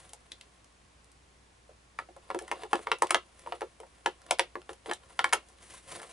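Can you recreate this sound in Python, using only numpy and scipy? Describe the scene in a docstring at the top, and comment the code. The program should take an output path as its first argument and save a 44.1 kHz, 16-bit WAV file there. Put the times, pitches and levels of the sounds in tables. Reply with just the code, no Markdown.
"""A small, cluttered, quiet room, where hands press batteries into the compartment of a hollow plastic base.
Each snap is an impulsive contact that excites the damped modes of the shell: a sharp crack that rings.
Between the snaps fingers and cloth rub the shell: random slips shake its modes, skin and cloth hiss along.
A wavering mains hum and the steady, partly coherent hiss of the microphones lie underneath."""
import sys
import numpy as np
from scipy import signal
from scipy.fft import rfft, irfft
from scipy.io import wavfile
from scipy.ndimage import uniform_filter1d

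SR = 44100
rng = np.random.default_rng(int(sys.argv[2]) if len(sys.argv) > 2 else 0)


def transcribe(u):
    """Save the signal u as a 16-bit wav file named by the first command-line argument.

    u: samples, shape (n,) or (channels, n), limited to [-1, 1]; the rate is SR.
    q: integer samples, one column per channel.
    """
    v = np.clip(np.atleast_2d(u).T, -1, 1)
    q = np.round(v * 32767).astype(np.int16)
    wavfile.write(sys.argv[1], SR, q)


def ratio(d):
    """dB to gain"""
    e = np.asarray(d, float) / 20
    return 10 ** e


N = 269892

# Snaps and taps, soft blows low and hard ones high; levels are relative to one another:
# (time [s], knock level [dB], knock pitch [Hz], spread of the knock [octaves], level of the metal tick [dB])
SNAPS = [(0.091, -61, 4920.0, 2.52, -57), (0.132, -48.0, 1030.0, 1.17, -43), (0.317, -38, 3180, 0.71, -49),
         (0.41, -47, 3300.0, 1.1, -56), (0.643, -69.1, 1610.0, 2.24, -60), (1.043, -79, 690.0, 2.47, -61.6),
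         (1.115, -74, 600.0, 2.6, -60), (1.691, -49.5, 530.0, 1.13, -74), (1.987, -28, 1295, 1.16, -54),
         (2.086, -49, 350.0, 2.45, -75.9), (2.163, -46, 583, 1.5, -60.5), (2.301, -29.5, 920.0, 1.41, -56),
         (2.345, -27, 345, 2.42, -49.9), (2.388, -39.5, 1540.0, 1.24, -41.5), (2.411, -42, 350.0, 1.9, -71),
         (2.42, -40, 560.0, 0.75, -52), (2.478, -43.4, 1440, 1.07, -52.2),
         (2.513, -25.5, 1230.0, 1.37, -42.5), (2.633, -39.5, 736, 2.65, -54), (2.65, -38, 930, 0.71, -62),
         (2.73, -18.5, 1050, 1.42, -38.5), (2.753, -35, 680.0, 3.05, -47.9), (2.79, -44, 540.0, 2.5, -79),
         (2.869, -28, 1150, 1.34, -55.1), (2.915, -21.5, 1490.0, 1.81, -54), (2.984, -57, 830.0, 1.2, -53),
         (3.02, -16, 935, 1.13, -29), (3.068, -47.5, 2900, 1.8, -49), (3.093, -36, 1560, 0.6, -55),
         (3.105, -19.5, 1300, 1.29, -25.4), (3.144, -19, 1490.0, 1.66, -31.5),
         (3.392, -62, 2210.0, 2.55, -57), (3.461, -41.5, 350.0, 2.9, -77.8), (3.471, -33, 840, 0.91, -60),
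         (3.521, -33.5, 915, 2.21, -85.0), (3.607, -41.5, 1360, 1.3, -51), (3.616, -30.5, 660, 1.92, -58),
         (3.8, -44, 350.0, 2.7, -53.6), (3.831, -45.5, 705, 1.4, -78), (4.059, -21.5, 1170, 1.77, -39.5),
         (4.216, -58.5, 1630, 1.4, -60), (4.263, -57, 1130, 2.6, -56.5), (4.308, -22, 1290.0, 1.99, -26.5),
         (4.385, -46, 1490.0, 1.8, -47), (4.393, -20.5, 1500, 2.16, -32.5), (4.553, -32, 880, 1.5, -64),
         (4.616, -57, 1930.0, 2.5, -85.0), (4.691, -38.5, 493, 3.07, -68), (4.73, -53.5, 1330.0, 1.8, -53),
         (4.858, -42.5, 630.0, 2.96, -85.0), (4.881, -32.5, 350.0, 1.06, -60),
         (4.888, -44, 520.0, 1.9, -85.0), (4.911, -25, 1410, 1.22, -43), (4.933, -37, 4280.0, 0.55, -38.5),
         (5.032, -57.5, 1470.0, 2, -77.0), (5.102, -54.5, 1100.0, 1.3, -76),
         (5.19, -19.5, 1590, 1.24, -40.5), (5.241, -16.5, 1510.0, 1.04, -36.5),
         (5.29, -47.0, 1550.0, 1.61, -56.0), (5.325, -22, 1520, 1.09, -36), (5.33, -20, 1430, 1.49, -27),
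         (5.333, -17.5, 1310, 0.86, -24.5), (5.485, -65, 530.0, 2.0, -57), (5.584, -63, 2950.0, 2.1, -83),
         (5.737, -45, 930.0, 0.71, -53), (5.998, -45, 1520.0, 1.09, -60), (6.015, -48.5, 970.0, 1.7, -50.5),
         (6.029, -44, 1450.0, 1.2, -51), (6.037, -48.5, 580.0, 1.8, -74), (6.044, -51, 1360.0, 0.91, -71.1)]
# Centres of the bands in which a blow is shaped: (frequency [Hz])
BLOW_HZ = [450, 1000, 2000, 3600, 8000]
# Modes of the free plastic shell: (frequency [Hz], bandwidth [Hz], relative level [dB])
SHELL_MODES = [(362, 19, 7), (465.7, 20.7, 11), (540, 20.7, 17), (696.6, 70, 17), (759.5, 21, 17.5),
               (944.5, 27.4, 18.5), (1063, 22, 1.5), (1098, 11.8, 5.5), (1328, 12.4, 4), (1375, 21.4, 0),
               (1706, 51, 9), (2040, 540, 4), (1910, 160, -30), (2180, 38, 4), (2960, 28, -7),
               (2730, 220, 14.5), (3067, 110, 14.5), (3400, 340, 19.5), (3940, 90, 5), (4800, 28, 1.5),
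               (5600, 550, -25), (6100, 600, -33), (8830, 140, 10), (9800, 260, -7), (10250, 160, -14)]


def evened(x):
    """Normalisation: scales a signal to unit rms."""
    return x / np.sqrt(np.mean(x ** 2) + 1e-20)


def read(points, hz, axis=1):
    """Interpolates one column of a table of (frequency [Hz], values) along a logarithmic frequency axis."""
    columns = np.transpose(points)
    return np.interp(np.log(hz + 1), np.log(columns[0] + 1), columns[axis])


def add(mix, s, sound):
    """Superposition: adds a sound to the mix from second s on."""
    part = mix[round(s * SR):][:len(sound)]
    part += sound[:len(part)]


def colour(x, points):
    """Zero-phase filtering: weights the spectrum by a table of (frequency [Hz], gain [dB])."""
    hz = np.fft.rfftfreq(x.shape[-1], 1 / SR)
    return irfft(rfft(x) * ratio(read(points, hz)), x.shape[-1])


def causal(points, size=4096):
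    """Minimum phase: the Hilbert transform of the log gain gives the shortest causal pulse of that colour."""
    log_gain = np.log(ratio(read(points, abs(np.fft.fftfreq(size, 1 / SR)))))
    spectrum = np.exp(np.conj(signal.hilbert(log_gain)))
    return np.fft.ifft(spectrum).real[:size // 2]


def floor():
    """Stationary noise of given interchannel coherence, plus a sinusoidal mains hum of wavering level."""
    # Spectrum of the microphone hiss: (frequency [Hz], relative level per Hz [dB])
    hiss_colour = [(12, -46), (20, -17), (42, -12.5), (64, -6.5), (107, -8.5), (168, -12.5), (996, -15),
                   (1110, -11.5), (1200, -17.5), (1840, -18), (4300, -23.5), (10100, -27), (11500, -34),
                   (15000, -77), (22000, -120)]
    # Likeness of the hiss at the left and right ports: (frequency [Hz], correlation [-1 to 1])
    hiss_likeness = [(60, 0.87), (130, 1), (270, 0.51), (570, -0.046), (1200, -0.087), (2540, 0.3),
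                     (5360, 0.4), (11300, 0.89)]
    # Mains hum: (frequency [Hz], level about which it wavers [dB rms])
    mains = [(59.2, -73)]
    hiss_db = -67.5  # rms

    frames, hz = N // 512 + 5, np.fft.rfftfreq(2048, 1 / SR)
    a, b, c, d = rng.standard_normal((frames, len(hz), 4)).T
    left, independent = a + 1j * b, c + 1j * d
    same = np.clip(read(hiss_likeness, hz), -1, 1)[:, None]
    right = same * left + np.sqrt(1 - same ** 2) * independent
    z = np.array([left, right]) * ratio(read(hiss_colour, hz))[:, None]
    hiss = evened(signal.istft(z, nperseg=2048, noverlap=1536)[1][:, :N])

    slow_noise = uniform_filter1d(uniform_filter1d(rng.standard_normal(N), 6000), 6000)
    waver_db = 1.0 * evened(slow_noise)
    hum_hz, hum_db = mains[0]
    tone = np.sin(2 * np.pi * hum_hz * np.arange(N) / SR)
    hum = np.sqrt(2) * ratio(hum_db + waver_db) * tone
    return ratio(hiss_db) * hiss + hum


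def room(x, tail_db=-8):
    """Reverberation: near echoes and sparse taps of random sign that decay band by band at two points."""
    # Echoes from lap, box and shelves: (delay [s], level [dB])
    echoes = [(.0026, -22.5), (.0052, -15), (.009, -13), (.016, -33)]
    # Tail: (frequency [Hz], t60 [s], relative level [dB], left-right likeness [0 to 1])
    decay = [(324, 0.065, 11.5, 1), (930, 0.077, -16.5, 0.97), (2700, 0.17, -16, 0.46),
             (9200, 0.074, -9, 0.39)]

    taps = np.zeros((2, SR // 2))
    jitter = rng.integers(0, 20, (2, (SR // 2 - 301) // 20))
    at = np.arange(300, SR // 2 - 20, 20) + jitter
    np.put_along_axis(taps, at, rng.choice([-1., 1.], at.shape), axis=1)
    hz, t, z = signal.stft(taps, SR, nperseg=256)
    alike = np.clip(read(decay, hz, axis=3), 0, 1)[:, None]
    z[1] = alike * z[0] + np.sqrt(1 - alike ** 2) * z[1]
    t60 = read(decay, hz)[:, None]
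    fade_db = read(decay, hz, axis=2)[:, None] - 60 * t / t60
    tail = signal.istft(z * ratio(fade_db), SR, nperseg=256)[1]
    tail *= ratio(tail_db) / np.linalg.norm(tail, axis=1)[:, None]
    tail[:, 0] = 1  # direct sound
    for s, db in echoes:
        # inverted and smoothed: cloth and card swallow the treble
        tail[:, round(s * SR):][:, :9] -= ratio(db) * np.hanning(9) / 4
    return signal.fftconvolve(x[None], tail, axes=1)[:, :N]


def ports(x):
    """Interaural-like cues: two microphone ports hear the hands with a small shift in phase and level."""
    # The hands sit a little left: (frequency [Hz], left over right [dB])
    port_balance = [(300, .5), (2000, .4), (4000, 1.2), (10000, 2.4)]
    # Phase between the ports: (frequency [Hz], lead of the left [rad])
    port_phase = [(0, -0.16), (690, -0.74), (1290, -0.95), (3100, -0.56), (4130, -0.54), (5680, -0.65),
                  (6720, -0.86), (7150, -2.1), (7410, 0.54), (7670, 1), (9300, -0.85), (9990, -0.4),
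                  (10800, -0.71), (11500, -1.5)]
    hz = np.fft.rfftfreq(N, 1 / SR)
    half = ratio(read(port_balance, hz) / 2) * np.exp(.5j * read(port_phase, hz))
    return irfft(rfft(x) * [half, 1 / half], N)


def shell_ring(spot, spot_db, grip, thud=0.28, thud_s=0.0061, size=4096):
    """Modal superposition: the spot struck shares the blow among decaying modes, the grip detunes them."""
    held_hz = 6  # hands and lap widen every mode
    hz, width, db = np.transpose(SHELL_MODES)[:, :, None]
    t = np.arange(size) / SR
    level_draw, pitch_draw, phase_draw = spot[:, :1], spot[:, 1:2], spot[:, 2:]
    tuned_hz = hz * (1 + grip * pitch_draw)
    swing = np.cos(2 * np.pi * tuned_hz * t + 0.33 * phase_draw)
    modes = np.exp(-np.pi * (width + held_hz) * t) * swing
    # the uneven shell splits each mode, so it beats, low modes more slowly
    beat_hz = (55 * np.sign(phase_draw) + 30 * phase_draw) * np.minimum(hz / 900, 1)
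    modes *= 1 + .9 * np.sin(2 * np.pi * beat_hz * t)
    settle = 1 + thud * np.exp(-t / thud_s)  # the finger on the shell damps the first swing at once
    return (ratio(db + spot_db * level_draw) * modes).sum(0) * settle


def handling():
    """Envelopes of drag and hiss: powers of resting hands, strokes and the shuffle after each knock add."""
    # Strokes of the hands on the shell, the last ones sliding it off the lap: (strongest moment [s],
    # rise [s], fall [s], drag that shakes the shell [dB rms], dry hiss of skin and cloth [dB rms])
    strokes = [(0.0, .05, 0.17, -66.5, -62.5), (2.286, 0.12, 0.087, -64, -72), (2.42, .05, 0.17, -71, -70),
               (2.5, 0.12, 0.038, -54.5, -65), (2.62, 0.1, 0.035, -50.5, -61.5),
               (2.721, 0.035, 0.046, -54.5, -60.5), (2.83, 0.097, 0.024, -73, -57.5),
               (2.9, 0.077, 0.025, -54.5, -84), (3.07, 0.078, 0.066, -60, -76), (3.38, .15, 0.52, -68, -67),
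               (3.51, .1, 0.12, -59, -67), (3.96, 0.11, 0.29, -86, -77), (4.292, 0.054, 0.12, -55.5, -74),
               (4.7, .01, 0.052, -65, -61.5), (4.862, .01, 0.052, -59, -58),
               (4.899, 0.037, .02, -45.5, -61), (5.12, 0.18, 0.28, -67, -67.5),
               (5.27, 0.068, 0.11, -57, -69), (5.51, 0.15, 0.12, -71, -69.5),
               (5.629, 0.035, 0.09, -66.5, -58.5), (5.706, 0.076, 0.074, -61.5, -54.5),
               (5.75, 0.068, 0.17, -77, -58), (5.896, 0.046, 0.12, -54, -50),
               (5.928, 0.063, 0.1, -52, -52.5), (6.04, .15, 0.21, -60.5, -59),
               (6.12, 0.059, .05, -58.5, -65)]
    stroke_db = 20  # a stroke is this much weaker one rise before and one fall after its strongest moment
    away_from_s, away_to_s = .6, 2.2  # the hands leave the shell
    resting_db = (-78.5, -79)  # hands lying on the shell: (drag, hiss)
    # after each knock the loose parts shuffle on: (drag, hiss) below the knock, and their fade
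    settle_db, settle_db_per_s = (-26, -36.5), 339

    t = np.arange(0, N + 64, 64) / SR
    s, rise, fall, *peak_db = np.transpose(strokes)[:, :, None]
    shape_db = -stroke_db * np.maximum((s - t) / abs(rise), (t - s) / abs(fall))
    hit_s, knock_db = np.transpose(SNAPS)[:2, :, None]
    fading = ratio(knock_db - settle_db_per_s * abs(t - hit_s))
    after = (fading ** 2 * (t > hit_s)).sum(0)
    touching = (t < away_from_s) | (t > away_to_s)
    envelopes = []
    for db, rest_db, shuffle_db in zip(peak_db, resting_db, settle_db):
        power = (ratio(db + shape_db) ** 2).sum(0)
        power = power + touching * ratio(rest_db) ** 2 + ratio(shuffle_db) ** 2 * after
        envelopes.append(np.interp(np.arange(N) / SR, t, np.sqrt(power)))
    return envelopes


def rubbing(grain_db=5, slips_per_s=1100, clump_db=3.0):
    """Stick-slip friction: clumps of tiny random slips shake the shell while skin and cloth hiss along."""
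    # Filter of the shaken shell: (frequency [Hz], gain [dB])
    drag_colour = [(88, -44), (150, -29.5), (250, -20), (336, -15), (596, -14.5), (721, -15.5), (898, -18),
                   (1010, -13.5), (5000, -18), (6500, -71), (11000, -120)]
    # Filter of the hiss of skin and cloth: (frequency [Hz], gain [dB])
    skin_colour = [(710, -8), (1200, -2.5), (2080, 1.5), (2370, -1.5), (4100, -4.5), (5400, -7),
                   (10300, 0.5), (11200, -9), (11500, -13), (15000, -55), (22000, -120)]
    drag, hiss = handling()
    clumps = ratio(clump_db * evened(uniform_filter1d(rng.standard_normal(N), 500)))
    # three fingers, each with its own slips and its own spot on the shell
    happens = rng.random((3, N)) < slips_per_s / SR
    size = ratio(grain_db * np.minimum(rng.exponential(1, (3, N)), 4)) * happens
    slips = size * rng.standard_normal((3, N)) * clumps
    spots = rng.standard_normal((3, len(SHELL_MODES), 3))
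    rings = np.array([shell_ring(spot, 2.5, .03) for spot in spots])
    rings[:, 0] += 60  # each slip also ticks drily
    shaken = colour(signal.oaconvolve(slips, rings, axes=1)[:, :N].sum(0), drag_colour)
    skin = colour(clumps * rng.standard_normal(N) + 0.26 * evened(slips.sum(0)), skin_colour)
    return drag * evened(shaken) + hiss * evened(skin)


def levelled(x, size=8192):
    """Spectral whitening: the gains [dB] that give each band of a sound the same power per Hz."""
    hz, power = np.fft.rfftfreq(size, 1 / SR), abs(rfft(x, size)) ** 2
    return np.array([-10 * np.log10(power[(hz > f / 1.4) & (hz < f * 1.4)].mean()) for f in BLOW_HZ])


def blow_db(knock_db, knock_hz, spread, tick_db):
    """Energy addition: a spectral hump round the pitch of the knock plus a tick that rises to the treble."""
    skirt_db = 12  # fall of the knock one spread from its pitch
    tick_hz, tick_db_per_oct = 8000, 9  # the tick fades below tick_hz
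    octaves = np.log2(np.divide(BLOW_HZ, knock_hz))
    knock = knock_db - skirt_db * (octaves / max(spread, .3)) ** 2
    tick = tick_db - tick_db_per_oct * np.log2(np.divide(tick_hz, BLOW_HZ))
    return 10 * np.log10(ratio(knock) ** 2 + ratio(tick) ** 2)


def snaps(ring_db=-46, chatter_db=-8, chatter_s=0.0027, rattle_db=-25, rattle_s=0.0031, near_db=34):
    """Impact excitation: a sharp contact, its brief chatter and a loose rattle convolve with the shell."""
    spots = rng.standard_normal((len(SNAPS), len(SHELL_MODES), 3))
    grits = rng.standard_normal((len(SNAPS), 2048))
    t, out = np.arange(2048) / SR, np.zeros(N)
    fade = ratio(chatter_db) * np.exp(-t / chatter_s) + ratio(rattle_db) * np.exp(-t / rattle_s)
    for (s, *hit), spot, grit in zip(SNAPS, spots, grits):
        contact = grit * abs(grit) * fade
        contact[0] = 1  # the first touch
        shell = ratio(ring_db) * shell_ring(spot, 2.5, .014)
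        shell[0] += 1  # the contact itself is heard too
        blow = signal.fftconvolve(contact, shell)
        # band levels become levels per Hz
        per_hz_db = blow_db(*hit) + levelled(blow) - 10 * np.log10(np.divide(BLOW_HZ, 1000))
        lowest = per_hz_db[0]
        # a small shell radiates no bass
        bass = [(150, lowest - 32), (230, lowest - 17), (310, lowest - 11), (350, lowest - 2)]
        tone = bass + list(zip(BLOW_HZ, per_hz_db))
        # the blow starts 1.5 ms after its listed time
        add(out, s + .0015, ratio(near_db) * signal.fftconvolve(blow, causal(tone)))
    return out


def scene():
    """Superposition of snaps and rubbing, heard in the room through the two ports, over the floor."""
    return ports(room(snaps() + rubbing())) + floor()


def band_limit(x):
    """A steep low-pass at the top of the band."""
    return signal.sosfilt(signal.butter(12, 11940, fs=SR, output="sos"), x)


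def record(dry):
    """Band limitation: a steep low-pass edge shapes the finished mix."""
    # Band limit: (frequency [Hz], gain [dB])
    band_edge = [(20, 6), (11150, 4.5), (11350, -27.5), (12300, -15), (14500, -55), (16000, -90)]
    mix = colour(dry, band_edge)
    return band_limit(mix)


dry = scene()
out = record(dry)
transcribe(out)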